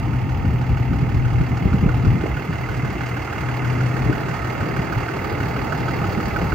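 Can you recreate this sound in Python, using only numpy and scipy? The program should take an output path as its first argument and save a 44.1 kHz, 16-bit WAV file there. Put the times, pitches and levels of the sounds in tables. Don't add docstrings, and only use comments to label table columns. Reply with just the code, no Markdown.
import sys
import numpy as np
from scipy import signal
from scipy.fft import rfft, irfft
from scipy.io import wavfile
from scipy.ndimage import uniform_filter1d

SR = 44100
rng = np.random.default_rng(int(sys.argv[2]) if len(sys.argv) > 2 else 0)


def store_wav(level_fs):
    pcm = np.round(np.clip(np.atleast_2d(level_fs), -1, 1) * 32767)
    wavfile.write(sys.argv[1], SR, pcm.T.astype(np.int16))


N = 288414
T = np.arange(N) / SR
FREQ = np.maximum(np.fft.rfftfreq(N, 1 / SR), 1)


def undb(db):
    return 10 ** (np.asarray(db) / 20)


def level(x, db):
    return x * undb(db) / np.sqrt(np.mean(x ** 2))


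def curves(table):
    s, *columns = np.transpose(table)
    return [np.interp(T, s, column) for column in columns]


def over_hz(hz, values):
    return np.interp(np.log(FREQ), np.log(hz), values)


def colour(x, spectrum):
    return irfft(rfft(x) * undb(over_hz(*np.transpose(spectrum))), N)


def ring(x, hz, t60):
    pole = np.exp(2j * np.pi * hz / SR - np.log(1000) / (t60 * SR))
    return signal.lfilter([1], [1, -pole], x)


def walk(rate):
    k = int(SR / rate)
    held = np.repeat(rng.standard_normal(N // k + 1), k)
    return 0.7 * uniform_filter1d(uniform_filter1d(held, k), k)[:N]


VIEW_S = (0.35, 3.7, 6.15)


def along_walk(values):
    return np.interp(T, VIEW_S, values)


CYCLE_HZ = 6.26
FIRING_LEAD_S = (0.001946, 0.002528, .003)


def firings():
    firing_hz = CYCLE_HZ * 6
    firing = (T + along_walk(FIRING_LEAD_S)) * firing_hz
    number = firing.astype(int)
    return number, number % 6, firing % 1 / firing_hz


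# pitch_hz, t60_s, then level_db for each of the six cylinders in firing order
BLOCK_MODES = [(320.6, 0.29, -22.5, -27, -3.5, -12, -20.5, -1),
               (679.6, 0.12, -9.5, -12.5, -10, -9.5, -7.5, -10.5),
               (825.2, 0.078, 0.5, 5, 7.5, 1, -15.5, 6.5), (892.5, 0.1, -10.5, -0.5, -19.5, -4.5, -7.5, -8),
               (1267.4, 0.06, -16, -6.5, -6, -2, 1, -6), (1389, 0.065, -10, -17, -14, 3.5, -4, -1),
               (1470, 0.057, -1, -11, -13, -8, -5, 3.5), (1540, 0.044, -0.5, -16, -14, -9, -10, -2.5),
               (1828, 0.052, -6.5, -15.5, -14, -14, -11, -6.5),
               (2058, 0.07, 0.5, -4.5, -25, 4, -11.5, -15.5), (2136, 0.03, -2, 6.5, -33, -16.5, 0, -13),
               (2245, 0.013, -9, 3, -29, 8, -16, 5), (2655, 0.029, -1.5, -2.5, -3.5, -3.5, 2, -7.5),
               (2808, 0.017, -0.5, 3, -10, -1, -5.5, 3.5),
               (3346, 0.0078, -19.5, -24, -15.5, -11.5, -21.5, -20.5),
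               (4336, 0.025, -25.5, -13.5, -17.5, -18, -20, -12.5),
               (4670, 0.044, -16.5, -11.5, -14, -21.5, -22.5, -14.5),
               (4750, 0.048, -15.5, -10, -13, -21.5, -15, -14),
               (6355, 0.011, -12.5, -20.5, -17, -14.5, -21, -19)]
LAST_CYLINDER_VIEW_DB = (1, -2, 0.5)
KNOCK_VIEW_DB = (-3, -2, -2.5)
KNOCK_RISE_S = 0.022
KNOCK_SCATTER_DB, KNOCK_SMEAR = 1.2, 0.22
KNOCK_DETUNE = 0.004
PATH_DRIFT_DB = -0.6
GROUND_ECHO_S, GROUND_ECHO_DB = 0.0055, -6
KNOCK_DB, RATTLE_DB = -35.5, -46


def knocks_and_rattle():
    number, cylinder, since = firings()
    start = np.diff(number, prepend=-1) > 0
    start = start * undb((cylinder == 5) * along_walk(LAST_CYLINDER_VIEW_DB))
    knock = rattle = 0
    for hz, t60, *db in BLOCK_MODES:
        path = np.exp(2j * np.pi * rng.random(6))
        size, turn, stray = rng.standard_normal((number[-1] + 1, 3)).T
        shot = undb(KNOCK_SCATTER_DB * size) * np.exp(1j * KNOCK_SMEAR * turn)
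        hit = start * shot[number] * (path * undb(db))[cylinder]
        blow = ring(hit, hz, KNOCK_RISE_S)
        stray_hz = KNOCK_DETUNE * max(hz / 2000, 1) ** 2 * hz * stray[number]
        detune = np.exp(2j * np.pi * stray_hz * since)
        drift = undb(PATH_DRIFT_DB * walk(0.62))
        knock = knock + drift * (ring(blow, hz, t60) * detune).imag
        murmur = ring(rng.standard_normal(N), hz, t60).imag
        rattle = rattle + drift * undb(np.mean(db)) * murmur
    echo = np.interp(T - GROUND_ECHO_S, T, knock)
    knock = knock + undb(GROUND_ECHO_DB) * echo
    return undb(along_walk(KNOCK_VIEW_DB)) * level(knock, KNOCK_DB) + level(rattle, RATTLE_DB)


def shot_levels(cylinder_db, scatter_db):
    number, cylinder, _ = firings()
    scatter = undb(scatter_db * rng.standard_normal(number[-1] + 1))
    return undb(cylinder_db)[cylinder] * scatter[number]


# frequency_hz, density_db
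CLATTER_SPECTRUM = [(200, -16.5), (400, -3), (570, -8.5), (800, -3), (1400, -8.5), (2200, -11),
                    (2900, -17.5), (3650, -26), (4700, -14), (5600, -25), (6500, -31.5), (9000, -29),
                    (11500, -25), (15000, -27.5)]
CLATTER_CYLINDER_DB = [2, 5, 4.5, 2, 1.5, 5.5]
VALVE_CYLINDER_DB = [0, 2.5, 2, -6, -2, 4]
TICK_CYLINDER_DB = [0.5, -0.5, 3.5, -3, -6.5, 1]
VALVE_FROM_HZ, TICK_FROM_HZ = 3500, 9000
CLATTER_DECAY_S, TICK_DECAY_S = 0.026, 0.014
VALVE_RISE_S = 0.007
VALVE_DB, TICK_DB = -4, 1
CLATTER_DB = -37


def clatter():
    _, _, since = firings()
    burst = shot_levels(CLATTER_CYLINDER_DB, 0.34) * np.exp(-since / CLATTER_DECAY_S)
    burst = uniform_filter1d(burst, size=330)
    tick = undb(TICK_DB) * shot_levels(TICK_CYLINDER_DB, 1.5) * np.exp(-since / TICK_DECAY_S)
    tick = uniform_filter1d(tick, size=300)
    u = since / VALVE_RISE_S
    valve = undb(VALVE_DB) * shot_levels(VALVE_CYLINDER_DB, 2.03) * (0.13 + u) * np.exp(0.65 - u)
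    valve = uniform_filter1d(valve, size=100)
    low, high = FREQ < VALVE_FROM_HZ, FREQ > TICK_FROM_HZ
    noise = rfft(burst * rng.standard_normal(N)) * low
    noise = noise + rfft(valve * rng.standard_normal(N)) * ~(low | high)
    noise = noise + rfft(tick * rng.standard_normal(N)) * high
    return level(colour(irfft(noise, N), CLATTER_SPECTRUM), CLATTER_DB)


# frequency_hz, level_db
RUSH_TILT = [(900, 2.5), (2100, -2), (4500, -8), (12000, -5)]
RUSH_DB = -34.5


def rush():
    air = undb(0.16 * walk(5.3)) * rng.standard_normal(N)
    return level(colour(colour(air, CLATTER_SPECTRUM), RUSH_TILT), RUSH_DB)


def engine():
    return knocks_and_rattle() + clatter() + rush()


# low_hz, high_hz, then level_db before the ports beside the cab, at the corner, at the grille
VIEWS = [(341, 547, -48.5, -38, -34.5), (645, 1065, -42, -39.5, -39.5), (1100, 1325, -44, -38.5, -37),
         (1358, 1790, -49, -40.5, -39.5), (1710, 2270, -44.5, -39.5, -39), (2300, 4270, -45, -42, -42.5),
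         (3340, 4340, -52.5, -48, -45.5), (4160, 5300, -50.5, -46, -42.5), (5380, 7740, -51, -45.5, -45.5),
         (11640, 13700, -56, -52.5, -49)]
REGION_FLICKER_DB, REGION_GRAIN_DB = 1.02, 1.2


def walked(x):
    spectrum, out = rfft(x), 0
    centres = [np.sqrt(low * high) for low, high, *_ in VIEWS]
    for (low, high, *db), one in zip(VIEWS, np.eye(len(centres))):
        inside = np.std(irfft(spectrum * (FREQ > low) * (FREQ < high), N))
        region_db = along_walk(db) + REGION_FLICKER_DB * walk(10) + REGION_GRAIN_DB * walk(50)
        region = irfft(spectrum * over_hz(centres, one), N)
        out = out + undb(region_db) / inside * region
    return out


# time_s, level_db, pitch_hz
HEAVY_KNOCK = [(0.0, -35, 1350), (1.2, -36.5, 1410), (1.75, -24.5, 1300), (2.2, -26.5, 1374),
               (2.7, -30.5, 1400), (3.0, -28.5, 1530), (3.9, -28.5, 1460), (4.4, -25, 1390),
               (5.0, -26, 1470), (5.3, -27.5, 1364), (5.7, -22, 1410), (5.95, -19.5, 1390),
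               (6.54, -23, 1397)]
HEAVY_LOWER_DB = (-3.5, -4, 1)
HEAVY_RISE_S, HEAVY_SPLIT_HZ = 0.0046, 90
HEAVY_SCATTER_DB, HEAVY_STRAY = 0.5, 0.01


def heavy_knock():
    number, cylinder, since = firings()
    db, hz = curves(HEAVY_KNOCK)
    size, stray, turn = rng.standard_normal((number[-1] + 1, 3)).T
    u = since / HEAVY_RISE_S
    shape = (cylinder == 5) * (u * np.exp(1 - u)) ** 2
    turns = hz * (1 + HEAVY_STRAY * stray[number]) * since + turn[number]
    upper = np.sin(2 * np.pi * (turns + HEAVY_SPLIT_HZ * since))
    lower = np.sin(2 * np.pi * (turns - HEAVY_SPLIT_HZ * (since - HEAVY_RISE_S)))
    swing = upper + undb(along_walk(HEAVY_LOWER_DB)) * lower
    return undb(db + HEAVY_SCATTER_DB * size[number]) * shape * swing / np.sqrt(2)


# pitch_hz, then rms level_db at each of the times below
WHINES = [(306, -48, -52, -44.5, -51, -50.5), (679.4, -59, -54.5, -61, -48, -57),
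          (801, -52.5, -46.5, -65, -61.5, -44.5), (827.4, -55.5, -57, -53.5, -53, -43),
          (903, -47, -51, -58.5, -48, -43.5), (1234, -52.5, -52, -52.5, -44, -48.5),
          (1299, -52.5, -52.5, -62.5, -42, -57.5), (1838, -53, -58, -60, -47, -56.5),
          (2085, -59.5, -56.5, -46.5, -67, -65), (3400, -69.5, -62, -70, -63, -70)]
WHINE_S = (.5, 1.6, 3.1, 4.4, 5.8)
WHINE_WAVER_DB, WHINE_WANDER_TURNS = 1.5, 0.16


def whines():
    out = 0
    for hz, *db in WHINES:
        tone_db = np.interp(T, WHINE_S, db) + WHINE_WAVER_DB * walk(4.3)
        turns = hz * T + WHINE_WANDER_TURNS * walk(3.135) + rng.random()
        out = out + np.sqrt(2) * undb(tone_db) * np.sin(2 * np.pi * turns)
    return out


# time_s, rms level_db
HUM = [(0.0, -25.5), (0.33, -23.5), (0.38, -25.5), (0.54, -22), (1.07, -22), (1.11, -33.5), (1.15, -21),
       (1.42, -20.5), (1.51, -29.5), (2.13, -19.5), (2.26, -43.5), (2.33, -29.5), (2.39, -36.5),
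       (2.88, -29.5), (2.93, -35.5), (3.11, -27.5), (3.35, -38), (3.48, -23.5), (3.57, -27), (3.7, -20),
       (3.77, -27), (3.86, -16.5), (3.93, -24.5), (4.0, -23.5), (4.08, -17.5), (4.15, -31), (4.43, -33),
       (4.48, -26.5), (4.86, -36.5), (4.97, -27.5), (5.01, -34.5), (5.57, -31.5), (5.79, -43.5),
       (5.81, -26.5), (6.03, -26.5), (6.08, -44.5), (6.21, -27.5), (6.25, -39), (6.43, -34.5),
       (6.54, -44.5)]
HUM_HZ, HUM_OCTAVE_DB = 124.6, -19.5
HUM_WAVER_DB, HUM_ROUGH_DB = 2, 1
HUM_WANDER_TURNS, HUM_FLUTTER_TURNS = 0.21, 0.09


def hum():
    turns = HUM_HZ * T + HUM_WANDER_TURNS * walk(8) + HUM_FLUTTER_TURNS * walk(30) + rng.random()
    octave = np.sin(2 * 2 * np.pi * turns)
    tone = np.sin(2 * np.pi * turns) + undb(HUM_OCTAVE_DB) * octave
    tone_db = curves(HUM)[0] + HUM_WAVER_DB * walk(18) + HUM_ROUGH_DB * walk(45)
    return np.sqrt(2) * undb(tone_db) * tone


# time_s, rumble level_db, flutter level_db
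WIND = [(0.0, -27, -32), (0.49, -22, -27), (0.67, -28.5, -31), (0.71, -21, -25.5), (0.76, -26.5, -31),
        (0.89, -23, -28.5), (0.91, -24, -20), (0.95, -22.5, -26), (1.02, -24.5, -30.5), (1.04, -26, -26.5),
        (1.22, -18.5, -32.5), (1.29, -23, -30), (1.42, -19.5, -28), (1.46, -28.5, -32.5), (1.53, -23, -28),
        (1.58, -29, -35), (1.62, -26, -24.5), (1.66, -17.5, -20.5), (1.71, -22.5, -32.5), (1.75, -19, -12),
        (1.8, -21, -30.5), (1.86, -16, -20.5), (1.89, -16.5, -34.5), (1.93, -27.5, -33), (1.97, -21.5, -26),
        (2.04, -29, -25), (2.07, -15.5, -22), (2.22, -29.5, -30.5), (2.37, -25, -36.5),
        (2.46, -42.5, -33.5), (2.51, -31.5, -24), (2.55, -29.5, -35.5), (2.86, -28, -26.5),
        (3.2, -32.5, -37.5), (3.99, -30.5, -28), (4.1, -21.5, -27), (4.21, -31.5, -28.5),
        (4.48, -29.5, -36), (4.63, -25.5, -28.5), (4.66, -42.5, -28.5), (4.81, -23.5, -26.5),
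        (4.84, -36, -30), (4.94, -30.5, -26), (4.97, -26, -34.5), (5.15, -40, -32.5), (5.28, -30, -35.5),
        (5.48, -30.5, -30), (6.14, -29.5, -30), (6.17, -27.5, -28.5), (6.52, -25.5, -29), (6.54, -18, -25)]
# frequency_hz, density_db
DEEP = [(20, -33), (35, -14), (50, -3), (65, 2), (85, -9.5), (150, -59), (300, -110)]
RUMBLE = [(25, -28), (40, -15), (55, 4.5), (100, 10), (150, 2), (220, -18), (300, -49), (600, -110)]
FLUTTER = [(60, -51), (100, -28), (140, 6.5), (200, 0), (280, -4.5), (350, -21), (700, -110)]
RUSTLE = [(100, -69.5), (200, -8), (280, 3), (450, -6.5), (580, -16), (800, -26), (1500, -110)]
CALM_DB = -31.5
DEEP_CALM_DB, DEEP_FOLLOW = -47, 2.04
RUSTLE_CALM_DB, RUSTLE_FOLLOW = -37.5, 0.33
WIND_LUMP_DB, WIND_FLICKER_DB = 2.5, 1


def wind():
    rumble_db, flutter_db = curves(WIND)
    deep_db = DEEP_CALM_DB + DEEP_FOLLOW * (rumble_db - CALM_DB)
    rustle_db = RUSTLE_CALM_DB + RUSTLE_FOLLOW * (flutter_db - CALM_DB)
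    layers = ((rumble_db, RUMBLE), (deep_db, DEEP), (flutter_db, FLUTTER), (rustle_db, RUSTLE))
    lumps = walk(16)
    out = 0
    for db, spectrum in layers:
        gain = undb(db + WIND_LUMP_DB * lumps + WIND_FLICKER_DB * walk(25))
        out = out + gain * level(colour(rng.standard_normal(N), spectrum), 0)
    return out


# start_s, level_db before the common gain, pitch_hz
BUFFETS = [(0.386, -20, 156), (0.7, -20.5, 143.8), (0.915, -13, 170), (1.025, -14.5, 144.6),
           (1.143, -15, 146.6), (1.403, -10.5, 142), (1.506, -22, 202), (1.654, -10.5, 171.9),
           (1.734, -14.5, 186), (1.827, -8.5, 163.7), (1.86, -10.5, 172), (2.047, -12.5, 146.5),
           (2.147, -13.5, 155.5), (2.238, -15.5, 346), (2.259, -17, 440), (2.774, -23.5, 110),
           (2.832, -19.5, 136.5), (1.2, -21, 79.9), (1.315, -13.5, 111.1), (4.062, -16, 140.7),
           (4.096, -11.5, 279.5), (4.79, -17, 170), (4.967, -16, 119.3), (6.173, -14, 190),
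           (6.186, -18.5, 200), (6.425, -18, 167)]
BUFFET_TURNS, BUFFET_DB = 0.69, 2
BUFFET_WAKE_S, BUFFET_WAKE_DB = 0.016, -17
WAKE_DB_PER_OCTAVE = 1.5


def buffets():
    out, wake = np.zeros(N), np.zeros(N)
    for (s, db, hz), turn in zip(BUFFETS, rng.random(len(BUFFETS))):
        u = np.clip((T - s) * hz / BUFFET_TURNS, 0, 50)
        swing = np.sin(2 * np.pi * (hz * T + turn))
        out += undb(db + BUFFET_DB) * u * np.exp(1 - u) * swing
        v = np.clip((T - s) / BUFFET_WAKE_S, 0, 50)
        wake_db = db + BUFFET_WAKE_DB + WAKE_DB_PER_OCTAVE * np.log2(hz / 200)
        wake += undb(wake_db) * v * np.exp(1 - v)
    return out + wake * level(colour(rng.standard_normal(N), RUSTLE), 0)


def sound_field():
    return rfft(walked(engine()) + heavy_knock() + whines() + hum() + wind() + buffets())


# frequency_hz, sum_db, difference_db
PORTS = [(30, 2.5, -4.5), (118, -0.5, -12), (249, 0, -10), (540, 1, -2), (728, 3.5, 3), (1005, -2, -11),
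         (1630, 1.5, 0.5), (1920, 1, -6), (2750, 0, -5), (5310, -11, -12.5), (6580, -6.5, -8),
         (8100, -15, -4.5), (9870, -50, -12.5), (11850, -14, -12.5), (15200, -7.5, -15)]
# frequency_hz, likeness (0-1), phase_lead_rad
PORT_LINK = [(50, .55, -1.35), (200, .6, -1.35), (400, .7, -1.3), (560, .75, -1.8), (700, .82, -3),
             (950, .7, -3.1), (1400, .83, -2.5), (2000, .84, -3.2), (2700, .72, -4), (3500, .45, -4.8),
             (6000, .3, -4.9), (12800, .6, -4.7)]


def scene():
    field, other = sound_field(), sound_field()
    hz, sum_db, diff_db = np.transpose(PORTS)
    link_hz, like, lead = np.transpose(PORT_LINK)
    like, lead = over_hz(link_hz, like), over_hz(link_hz, lead)
    mid = irfft(undb(over_hz(hz, sum_db)) * field, N)
    linked = like * np.exp(1j * lead) * field
    unrelated = np.sqrt(1 - like ** 2) * other
    side = irfft(undb(over_hz(hz, diff_db)) * (linked + unrelated), N)
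    return np.array([mid + side, mid - side])


TOP_HZ = 15750


def record(dry):
    low_pass = signal.ellip(10, 0.2, 80, TOP_HZ, fs=SR, output="sos")
    return signal.sosfilt(low_pass, dry)


dry = scene()
out = record(dry)
store_wav(out)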